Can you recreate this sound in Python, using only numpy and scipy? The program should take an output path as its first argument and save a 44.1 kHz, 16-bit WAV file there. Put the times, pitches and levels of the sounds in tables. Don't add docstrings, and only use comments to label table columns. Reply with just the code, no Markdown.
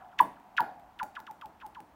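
import sys
import numpy as np
from scipy import signal
from scipy.fft import rfft, irfft
from scipy.io import wavfile

SR = 44100
rng = np.random.default_rng(int(sys.argv[2]) if len(sys.argv) > 2 else 0)


def store_pcm(level_fs):
    pcm = np.round(np.clip(level_fs, -1, 1) * 32767).astype(np.int16)
    wavfile.write(sys.argv[1], SR, np.atleast_2d(pcm).T)


N = 85995


def amp(db):
    return 10 ** (np.asarray(db) / 20)


def unit(x):
    return x / np.sqrt(np.mean(x ** 2) + 1e-20)


def read(points, hz):
    pitches, values = np.transpose(points)
    return np.interp(np.log(hz + 1), np.log(pitches + 1), values)


def add(mix, start_s, sound):
    at = round(start_s * SR)
    sound = sound[max(-at, 0):]
    part = mix[max(at, 0):][:len(sound)]
    part += sound[:len(part)]


def noise(colour, size):
    hz = np.fft.rfftfreq(size, 1 / SR)
    phases = np.exp(2j * np.pi * rng.random(len(hz)))
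    return unit(irfft(amp(read(colour, hz)) * phases, size))


def whistle(hz, width_hz):
    r = np.exp(-np.pi * width_hz / SR)
    hiss = rng.standard_normal(len(hz)) + 1j * rng.standard_normal(len(hz))
    waver = signal.lfilter([1], [1, -2 * r, r * r], hiss)
    return unit((waver * np.exp(2j * np.pi * np.cumsum(hz) / SR)).real)


# pitch_hz, level_db
AIR_COLOUR = [(15, -69), (25, -18), (59, -2), (114, -12), (200, -5), (301, -8), (476, -15.5), (695, -6.5),
              (753, -8), (862, 0), (1160, -9), (2100, -21), (4860, -33), (8820, -36.5), (10400, -38),
              (14700, -35), (16000, -34)]
def still_air(level_db=-59.5):
    return amp(level_db) * noise(AIR_COLOUR, N)


# time_s, level_db
SINGING_LEVELS = [(0, -52), (.03, -51.5), (.09, -52.5), (.16, -60.5), (.5, -61.5), (.75, -57), (1, -68.5),
                  (1.95, -74.5)]
def singing_ice(pitch_hz=737):
    level_db = np.interp(np.arange(N) / SR, *np.transpose(SINGING_LEVELS))
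    return amp(level_db) * whistle(np.full(N, pitch_hz), width_hz=72)


# pitch_hz, level_db
ECHO_COLOUR = [(200, -8.5), (480, -4), (680, 7), (950, -9.5), (1500, -9), (3000, -16.5), (5000, -9.5),
               (9000, -6), (15000, -4)]
# pitch_hz, fade_s
ECHO_FADES = [(200, 0.69), (900, 0.12), (2000, 0.46), (5000, 0.44), (15000, 0.17)]
def shore_echo(sound, far_db=-21.5, far_fade_s=1.0, dip_hz=1040, dip_db=-2):
    hz, t, hiss = signal.stft(rng.standard_normal(SR), SR, nperseg=256)
    fade_s = read(ECHO_FADES, hz)[:, None]
    near = np.exp(-np.log(1000) * t / fade_s) / np.sqrt(fade_s)
    far = amp(far_db) * np.exp(-np.log(1000) * t / far_fade_s)
    colour = amp(read(ECHO_COLOUR, hz))[:, None]
    tail = signal.istft(hiss * np.hypot(near, far) * colour, SR, nperseg=256)[1]
    echo = signal.fftconvolve(sound, tail * np.sqrt(2 * np.log(1000) / SR))[:N]
    hz = np.fft.rfftfreq(2 * N, 1 / SR)
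    dip = amp(dip_db * np.exp(-(10 * np.log10(hz / dip_hz + 1e-9)) ** 2))
    return irfft(rfft(echo, 2 * N) * dip)[:N]


# arrival_s, distance_m, end_pitch_hz, chirp_levels_db (one per CHIRP_PITCHES), thud_db
SKIPS = [(.2101, 10.1, 927.3, (-26.5, -22.5, -42.5, -34.5, -35), -39.5),
         (.6061, 14.76, 900, (-17.5, -27, -30, -16.5, -27), -43),
         (1.0308, 17.6, 854.3, (-35, -38, -42.5, -36.5, -48.5), -54.5),
         (1.2027, 20, 858, (-48, -41.5, -40, -37, -43.5), -59.5),
         (1.3117, 19.7, 828, (-42, -48.5, -43.5, -44.5, -45), -62.5),
         (1.4588, 20.5, 820, (-44.5, -46, -40.5, -49, -68), -57),
         (1.6622, 22.8, 819.5, (-51, -53.5, -57.5, -52, -55.5), -59.5),
         (1.8045, 24.7, 818.5, (-46, -39.5, -52, -47.5, -46), -56)]
def ringing_ice(gain_db=-19.5, rise_s=0.0016, fade_s=0.61, sag_s=0.06, rest_hz=760.6):
    out, t = np.zeros(N), np.arange(SR) / SR
    shape = (1 - np.exp(-t / rise_s)) * np.exp(-np.log(1000) * t / fade_s)
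    for arrival_s, _, end_hz, levels_db, _ in SKIPS:
        hz = rest_hz + (end_hz - rest_hz) * np.exp(-t / sag_s)
        add(out, arrival_s, amp(levels_db[0] + gain_db) * shape * whistle(hz, width_hz=193))
    return out


# pitch_hz, level_db
THUD_COLOUR = [(30, -25), (80, -16.5), (170, -3), (230, -2.5), (300, 5), (420, -9.5), (650, -7.5),
               (900, -18), (2000, -54.5)]
def thuds(rise_s=0.006, fall_s=0.036, early_s=0.004):
    out, t = np.zeros(N), np.arange(SR // 2) / SR
    shape = np.minimum(t / rise_s, 1) * np.exp(-np.maximum(t - rise_s, 0) / fall_s)
    for arrival_s, *_, level_db in SKIPS:
        add(out, arrival_s - early_s, amp(level_db) * shape * noise(THUD_COLOUR, len(t)))
    return out


# arrival_s, chirp_gain_db, click_db
TOUCHES = [(.2101, 10.5, -23), (.21117, 5.5, -29.5), (.6061, 0.5, -24), (.6165, -15, -55),
           (1.0308, 3.5, -32), (1.0318, -22, -32.5), (1.0358, -0.5, -35.5), (1.1932, -20, -48),
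           (1.2027, 0.5, -40.5), (1.2036, -50, -49), (1.3117, -0.5, -42), (1.3127, -47, -46.5),
           (1.4588, 1, -41.5), (1.4655, -21, -65), (1.6566, -1, -61), (1.6622, 1, -49.5),
           (1.6660, 5, -44.5), (1.8045, -2, -43.5)]
# arrival_s, level_db
TICKS = [(.400, -53.5), (0.714, -57), (.798, -52)]
# pitch_hz, level_db
CLICK_COLOUR = [(100, 3), (400, 7), (1000, 14), (2500, 7.5), (5000, -2.5), (8000, -4), (12000, -4.5),
                (16000, 2.5)]
def clicks(fall_s=0.00062):
    out, t = np.zeros(N), np.arange(SR // 100) / SR
    for arrival_s, *_, level_db in TOUCHES + TICKS:
        click = noise(CLICK_COLOUR, len(t)) * np.exp(-t / fall_s)
        add(out, arrival_s - fall_s / 2, amp(level_db) * click)
    return out


# start_s, level_db, length_s
FIZZ_BURSTS = [(0.1836, -49.5, 0.036), (0.19, -33.5, 0.0087), (0.5668, -41, 0.0066), (0.572, -46.5, 0.011),
               (0.578, -46, 0.0063), (0.99, -48, 0.016), (1.153, -50.5, .006), (1.267, -49.5, 0.0073),
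               (1.413, -48, 0.0069), (1.602, -61, 0.004), (1.748, -55, 0.0054)]
# pitch_hz, level_db
FIZZ_COLOUR = [(500, -41), (1500, 4.5), (2500, 16), (3500, 9.5), (4400, -7.5), (6300, -8.5), (8000, -21),
               (16000, -13)]
def fast_wave_fizz():
    out, t = np.zeros(N), np.arange(SR // 10) / SR
    for start_s, level_db, length_s in FIZZ_BURSTS:
        shape = np.exp(-(t / length_s) ** 2)
        add(out, start_s, amp(level_db) * shape * noise(FIZZ_COLOUR, len(t)))
    return out


# pitch_hz, width_hz (wider dies sooner), level_db
GLASSY_NOTES = [(1704, 210, -21), (2710, 190, -9.5), (3640, 340, -11.5)]
def add_glassy_notes(chirps):
    t = np.arange(SR // 20) / SR
    notes = np.zeros(len(t))
    for hz, width_hz, level_db in GLASSY_NOTES:
        fade = 2 * np.pi * width_hz / SR * np.exp(-np.pi * width_hz * t)
        notes += amp(level_db) * fade * np.sin(2 * np.pi * hz * t)
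    return chirps + signal.fftconvolve(chirps, notes)[:N]


def add_smear(chirps, gain_db=-3.5, fall_s=0.0044, above_hz=1490):
    t = np.arange(SR // 10) / SR
    flaws = rng.standard_normal(len(t)) * np.sqrt(t) * np.exp(-t / fall_s)
    treble = signal.sosfilt(signal.butter(2, above_hz, "high", fs=SR, output="sos"), chirps)
    return chirps + amp(gain_db) * signal.fftconvolve(treble, flaws / np.linalg.norm(flaws))[:N]


CHIRP_PITCHES = (873, 1030, 1222, 1576, 3120)
# pitch_hz, level_db (added to the last of its five levels)
CHIRP_TOP = [(4400, -16), (6500, -19), (12000, -55)]
def chirp(end_s, distance_m, end_hz, levels_db):
    air_m_per_s, fastest_wave_m_per_s = 343, 2300
    floor_hz, bend, release_s = 737, 1.6, 0.0016
    dip_hz, dip_db = 2060, -10
    lump_db, lumps_per_octave = 1.6, 8
    lead_s = distance_m / air_m_per_s - distance_m / fastest_wave_m_per_s
    t = np.arange(round((end_s - lead_s) * SR) + 2, round((end_s + 10 * release_s) * SR)) / SR
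    progress = np.maximum(1 + (t - end_s) / lead_s, 1 / SR)
    hz = np.minimum(floor_hz + (end_hz - floor_hz) * progress ** -bend, SR / 2)
    turns = np.cumsum(hz) / SR
    turns -= np.interp(end_s, t, turns)
    mid_db, high_db = levels_db[-2:]
    colour = [*zip(CHIRP_PITCHES, levels_db), (dip_hz, (mid_db + high_db) / 2 + dip_db)]
    colour += [(pitch_hz, high_db + db) for pitch_hz, db in CHIRP_TOP]
    octaves = -bend * np.log2(progress)
    lumps = np.interp(lumps_per_octave * octaves, np.arange(80), rng.standard_normal(80))
    level = amp(read(sorted(colour), hz) + lump_db * lumps)
    release = np.exp(-np.maximum(t - end_s, 0) / release_s)
    return t[0], level * release * np.cos(2 * np.pi * turns)


# end_s, level_db
FAINT_CHIRPS = [(.084, -55), (.100, -57), (.136, -59), (.181, -64), (.206, -56.5), (.447, -57)]
FAINT_COLOUR = (-6.5, -2.5, -3, -2, -7.5)
def ice_chirps():
    out = np.zeros(N)
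    for arrival_s, gain_db, _ in TOUCHES:
        _, distance_m, end_hz, levels_db, _ = min(SKIPS, key=lambda skip: abs(skip[0] - arrival_s))
        start_s, wave = chirp(arrival_s, distance_m, end_hz, levels_db)
        add(out, start_s, amp(gain_db) * wave)
    for end_s, level_db in FAINT_CHIRPS:
        levels_db = level_db + np.array(FAINT_COLOUR)
        add(out, *chirp(end_s, distance_m=40, end_hz=810, levels_db=levels_db))
    return out


def scene():
    chirps = add_glassy_notes(add_smear(ice_chirps())) + fast_wave_fizz()
    blows = clicks() + thuds()
    echo = shore_echo(amp(-1.5) * chirps + blows)
    return (chirps + blows + echo + singing_ice() + ringing_ice() + still_air())[None]


def record(dry, top_hz=15900):
    low_pass = signal.firwin(511, top_hz, window=("kaiser", 9), fs=SR)
    return signal.oaconvolve(dry, low_pass[None], "same")


dry = scene()
out = record(dry)
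store_pcm(out)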